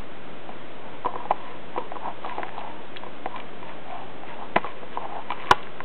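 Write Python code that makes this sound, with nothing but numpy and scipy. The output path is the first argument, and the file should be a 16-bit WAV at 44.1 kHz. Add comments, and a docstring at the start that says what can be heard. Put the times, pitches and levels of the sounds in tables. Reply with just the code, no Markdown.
"""A dog gnaws a bone in a yard before a wooden fence, close to a small microphone.
The microphone and open air hiss from the start. Then teeth knock on the bone and ring the half-open
mouth, and each stroke of the jaw grinds and crackles wetly. The bone first cracks at 1.3 seconds, and
splinters snap off as the chewing goes on. At 4.6 and 5.5 seconds it cracks much harder and jolts
the dog's head; the loudest peaks overload the microphone."""
import sys
import numpy as np
from scipy import signal
from scipy.fft import rfft, irfft
from scipy.io import wavfile

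SR = 44100
rng = np.random.default_rng(int(sys.argv[2]) if len(sys.argv) > 2 else 0)


def master_out(mix):
    """Clip the mix to full scale and print it as 16-bit PCM to the path in sys.argv[1]."""
    frames = np.transpose(np.atleast_2d(mix))
    ceiling = np.clip(frames, -1, 1)
    pcm = np.round(ceiling * 32767).astype(np.int16)
    wavfile.write(sys.argv[1], SR, pcm)


N = 257544

# Brittle notes of bone and teeth. Each row: pitch in Hz, relative level in dB, fade time in seconds.
BRITTLE_NOTES = [(1430, 3.5, 0.0053), (1554, -0.5, 0.011), (1787, 5, 0.011), (2008, 1.5, 0.014),
                 (2340, 2, 0.014), (2745, -1, 0.013), (2940, -7.5, 0.023), (3270, -5, 0.012),
                 (3680, -8.5, 0.0055)]


def amp(db):
    """Turns decibels into a number to multiply a sound by."""
    return 10 ** (np.asarray(db) / 20)


def unit(x):
    """Scales a sound to an average power of 1."""
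    return x / np.sqrt(np.mean(x ** 2) + 1e-20)


def add(mix, start, sound):
    """Mixes a sound in at a start time in seconds."""
    part = mix[max(round(start * SR), 0):][:len(sound)]
    part += sound[:len(part)]


def ring(notes, rise, size=3000):
    """A tap of about rise seconds rings notes that each drop 60 dB in their fade time; the peak is 1."""
    t = np.arange(size) / SR
    wave = sum(amp(db - 60 * t / max(fade, .002)) * np.sin(2 * np.pi * hz * t) for hz, db, fade in notes)
    wave = wave * (1 - np.exp(-t / rise))
    return wave / abs(wave).max()


def hiss(level_db=-41.5):
    """The open air and the microphone make a steady noise."""
    # The tone of the hiss. Each row: frequency in Hz, relative level in dB.
    hiss_shape = [(20, -22), (45, -17), (80, -6.5), (130, -4.5), (200, -1), (350, 0), (550, -0.5),
                  (800, -4), (1200, -8), (1800, -11.5), (2600, -13.5), (3400, -15.5), (4200, -27)]
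    hz, db = np.transpose(hiss_shape)
    colour = amp(np.interp(np.log(np.fft.rfftfreq(N, 1 / SR) + 1), np.log(hz), db))
    return amp(level_db) * unit(irfft(rfft(rng.standard_normal(N)) * colour, N))


def blow(thud_db, snap_db, snap_hz):
    """A tooth knocks the bone, thuds through the jaw and snaps off a splinter."""
    # Notes of the held bone. Each row: pitch in Hz, relative level in dB, fade time in seconds.
    bone_notes = [(759, -9, 0.029), (838, -3, 0.08), (994, 1, 0.022), (1460, -7.5, 0.011)]
    # Dull notes of jaw and cheeks, with the same columns.
    jaw_notes = [(206, -17, .026), (392, 2, 0.035), (494, 4.5, 0.1)]
    knock, thud = ring(bone_notes, rise=0.00036), ring(jaw_notes, rise=0.00078)
    return knock + amp(thud_db) * thud + amp(snap_db) * snap(snap_hz)


def snap(centre_hz, width_octaves=0.29):
    """A splinter breaks; its size picks which brittle notes sound."""
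    picked = [(hz, db - 10 * (np.log2(hz / centre_hz) / width_octaves) ** 2 / np.log(10), fade)
              for hz, db, fade in BRITTLE_NOTES]
    return ring(picked, rise=0.00025)


def bites(mouth_fade_s=0.031):
    """Single blows of the teeth ring the mouth; splinters snap between them."""
    # Blows of tooth on bone. Each row: start in seconds, knock level in dB, mouth pitch in Hz,
    # thud and snap levels in dB compared with the knock, snap pitch in Hz.
    tooth_blows = [(0.4917, -29.5, 757, -17, -3, 2280), (1.0481, -24, 944, -10, -14, 1750),
                   (1.0585, -18, 1000, -3.5, -8.5, 2500), (1.0664, -21, 917, -18.5, -22, 1430),
                   (1.1383, -28, 880, -6.5, -10, 1610), (1.157, -25, 1010, -2, -15, 1400),
                   (1.2544, -28, 830, -4, -13, 1400), (1.7623, -25, 790, -16, -18, 1515),
                   (1.7772, -21, 965, 2.5, -2.5, 1600), (1.7828, -28, 1214, -6, 2, 2570),
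                   (1.919, -26, 742, -20, -5, 1400), (1.9563, -29, 1100, -3, -10, 1530),
                   (1.9662, -29.5, 987, -7, -9, 2850), (2.2467, -24, 1130, -20, -7.5, 2570),
                   (2.2611, -26.5, 760, -8, -4, 3510), (2.3823, -24, 843, -0.5, -16, 3500),
                   (2.3957, -26.5, 714, -6, -10, 1400), (2.432, -26.5, 1040, -8, 11, 1510),
                   (2.5803, -27.5, 835, -10, -6, 4100), (3.0349, -31, 950, -17, -2, 1400),
                   (3.0655, -34, 1020, 2, -8, 1750), (3.2591, -20.5, 768, -7, 1, 1660),
                   (3.3611, -31.5, 860, -18, 7.5, 2420), (3.6288, -35.5, 970, -18, 4, 2200),
                   (4.234, -33, 770, -9, 0.5, 1410), (4.6446, -21, 1135, -5.5, -20, 2010),
                   (4.8313, -32, 683, 0.5, -21, 3000), (4.9733, -20, 930, -9, -16, 1680),
                   (5.3042, -22, 1000, -15, 4.5, 2260), (5.3198, -22.5, 1204, -21, 3, 2560),
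                   (5.8048, -28, 1050, -27, 9.5, 1410)]
    # Splinters breaking on their own. Each row: start in seconds, level in dB, pitch in Hz.
    splinters = [(2.4834, -29, 1400), (2.492, -26.5, 1700), (2.591, -32, 4100), (2.608, -32, 2900),
                 (2.962, -24.5, 2000), (2.9695, -20.5, 4100), (3.364, -30.5, 4100), (3.38, -33, 2450),
                 (3.401, -25.5, 2600), (4.6637, -26, 1400), (5.4229, -31, 2000), (5.63, -28.5, 3200),
                 (5.671, -27, 1400)]
    out = np.zeros(N)
    for start, db, mouth_hz, thud_db, snap_db, snap_hz in tooth_blows:
        mouth = ring([(mouth_hz, 0, mouth_fade_s)], rise=0.00052)
        add(out, start, amp(db) * (blow(thud_db, snap_db, snap_hz) + mouth))
    for start, db, hz in splinters:
        add(out, start, amp(db) * snap(hz))
    return out


def chewing_swells(edge_db=-21.5, roundness=1.45):
    """Grinding and crackle swell and fade. 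Gives the strength of each, and the mouth's pitch."""
    # Jaw strokes, and a short spray of crumbs after the crack at 4.6 seconds. Each row: peak time,
    # rise and fall in seconds, grinding and crackle levels in dB, mouth pitch in Hz.
    swells = [(0.879, 0.17, .13, -46, -58, 900), (1.085, 0.041, 0.064, -36, -50, 960),
              (1.195, 0.048, 0.12, -36, -51.5, 973), (1.49, 0.36, 0.17, -43, -49, 1020),
              (1.80, 0.079, 0.1, -37.5, -50, 930), (2.072, 0.078, 0.062, -27, -48, 871),
              (2.29, 0.11, 0.35, -37.5, -43.5, 1035), (2.40, 0.093, 0.32, -39.5, -50, 780),
              (2.619, 0.17, 0.3, -37.5, -49.5, 860), (3.385, 0.13, 0.067, -35, -54, 1000),
              (3.70, .1, .11, -40.5, -47.5, 890), (3.93, 0.1, 0.24, -35, -47.5, 750),
              (4.309, .06, .09, -40.5, -43.5, 920), (4.429, 0.085, 0.059, -33.5, -51, 860),
              (4.574, .008, 0.033, -28.5, -35.5, 950), (4.668, 0.097, 0.11, -39, -44, 1040),
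              (4.95, 0.061, .05, -44.5, -45, 1034), (5.058, .13, 0.05, -32, -51, 810),
              (5.165, 0.18, 0.083, -31.5, -50.5, 810), (5.50, 0.36, 0.23, -38.5, -41, 1108)]
    t = np.arange(N) / SR
    grind, crackle = np.full(N, amp(-61)), np.full(N, amp(-59.5))  # tongue and lips between swells
    for peak, rise, fall, grind_db, crackle_db, _ in swells:
        from_peak = np.maximum((peak - t) / rise, (t - peak) / fall)
        swell = amp(edge_db * from_peak ** roundness)
        grind = np.maximum(grind, amp(grind_db) * swell)
        crackle = np.maximum(crackle, amp(crackle_db) * swell)
    times, *_, mouth_hz = np.transpose(swells)
    return grind, crackle, np.interp(t, times, mouth_hz)


def resonate(x, hz, width_hz=170):
    """A hollow space picks out the sound near its changing pitch."""
    turn = np.exp(2j * np.pi * np.cumsum(hz) / SR)
    decay = np.exp(-np.pi * width_hz / SR)
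    return 2 * (turn * signal.lfilter([1 - decay], [1, -decay], x / turn)).real


def slips(per_s, spread_db):
    """Tiny slips click at random; with more spread, a few stand out above the rest."""
    size = amp(spread_db * np.minimum(rng.exponential(1, N), 3.5))
    return size * rng.choice([-1, 1], N) * (rng.random(N) < per_s / SR)


def gnawing(body_db=-6, hollow_db=-2, wet_damping=0.33):
    """Teeth catch and slip, ringing the mouth as the jaw moves; saliva and crumbs crackle on top."""
    # Notes of the hollow mouth. Each row: pitch in Hz, relative level in dB, fade time in seconds.
    mouth_notes = [(463, -13, 0.022), (717, -4, 0.058), (800, -6.5, 0.025), (1052, 0, 0.023),
                   (1500, -14.5, 0.022)]
    grind_gain, crackle_gain, mouth_hz = chewing_swells()
    mouth = ring(mouth_notes, rise=0.00032)
    body = unit(signal.oaconvolve(slips(per_s=1100, spread_db=0), mouth)[:N])
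    rub = slips(per_s=6500, spread_db=1.9)
    hollow = unit(resonate(resonate(rub, mouth_hz), mouth_hz))
    # each crumb ticks one brittle note, cut short by the wet mouth
    ticks = [amp(db) * ring([(hz, 0, wet_damping * fade)], rise=.0001) for hz, db, fade in BRITTLE_NOTES]
    crackle = unit(sum(signal.oaconvolve(slips(per_s=190, spread_db=4.5), tick)[:N] for tick in ticks))
    return grind_gain * (amp(body_db) * body + amp(hollow_db) * hollow) + crackle_gain * crackle


def cracks(mouth_rise_s=0.0014, mouth_fade_s=0.015):
    """The bone gives a little, splits, and the teeth meet behind it; hard breaks jolt the head."""
    # Breaks of the bone. Each row: start in seconds, knock level in dB, mouth and snap pitches in Hz,
    # then in dB compared with the knock: mouth ring, thud, snap, shaft split, first give, teeth meeting.
    breaks = [(1.3086, -18.5, 794, 2060, 11, -18, -4, -30, -7, 2.5),
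              (4.5636, -7.5, 752, 1906, -3.5, -8, 3.5, -19.5, -5.5, -30),
              (5.5109, -4.5, 1074, 3200, 5, -5, 2.5, 5, -19, -7)]
    # Jolts of the head. Each row: start in seconds, level in dB, pitch in Hz, fade time in seconds.
    jolts = [(4.56, -17.5, 202, 0.056), (5.512, -17.5, 135, 0.02)]
    out = np.zeros(N)
    closed_mouth = amp(-5) * ring([(1020, 0, mouth_fade_s)], mouth_rise_s)
    shaft = ring([(1419, 0, 0.013)], rise=0.00017)
    for start, db, mouth_hz, snap_hz, ring_db, thud_db, snap_db, split_db, give_db, meet_db in breaks:
        side_knock = blow(thud_db, snap_db, snap_hz=1850)
        mouth = amp(ring_db) * ring([(mouth_hz, 0, mouth_fade_s)], mouth_rise_s)
        add(out, start - .0031, amp(db + give_db) * side_knock)
        add(out, start, amp(db) * (blow(thud_db, snap_db, snap_hz) + mouth + amp(split_db) * shaft))
        add(out, start + .005, amp(db + meet_db) * (side_knock + closed_mouth))
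    for start, db, hz, fade in jolts:
        add(out, start, amp(db) * ring([(hz, 0, fade)], rise=0.0017))
    return out


def yard(x, fade_s=0.21, tail_db=-23, size=16000):
    """The yard adds a few close echoes and a faint, short tail of scattered sound."""
    # Echoes from ground and fence. Each row: delay in seconds, strength as a share of the direct sound.
    echoes = [(.003, 0.24), (.0063, 0.092), (0.0133, .095), (0.021, 0.039)]
    t = np.arange(size) / SR
    scatter = rng.standard_normal(size) * amp(-60 * t / fade_s) * (t > .008)
    response = amp(tail_db) * scatter / np.linalg.norm(scatter)
    response[0] = 1  # the direct sound
    for delay, gain in echoes:
        add(response, delay, np.array([gain]))
    return signal.oaconvolve(x, response)[:N]


def scene(bass_cut_hz=87):
    """The dog chews in the yard, over the hiss; the microphone picks up almost none of its deep bass."""
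    bass_cut = signal.butter(2, bass_cut_hz, "highpass", fs=SR, output="sos")
    dog = signal.sosfilt(bass_cut, bites() + cracks() + gnawing())
    return (yard(dog) + hiss())[None]


def low_pass(x, hz):
    """Steeply cuts away the sound above hz."""
    return signal.oaconvolve(x, signal.firwin(255, hz, window=("kaiser", 9), fs=SR)[None], "same")


def record(dry):
    """The microphone loses the treble; its wave sits off centre and the loudest peaks are cut flat."""
    offset, full_scale = -.055, .714
    muffled = low_pass(dry, hz=4126)
    clipped = np.clip(muffled, -full_scale - offset, full_scale - offset)
    return low_pass(clipped, hz=16000) + offset


dry = scene()
out = record(dry)
master_out(out)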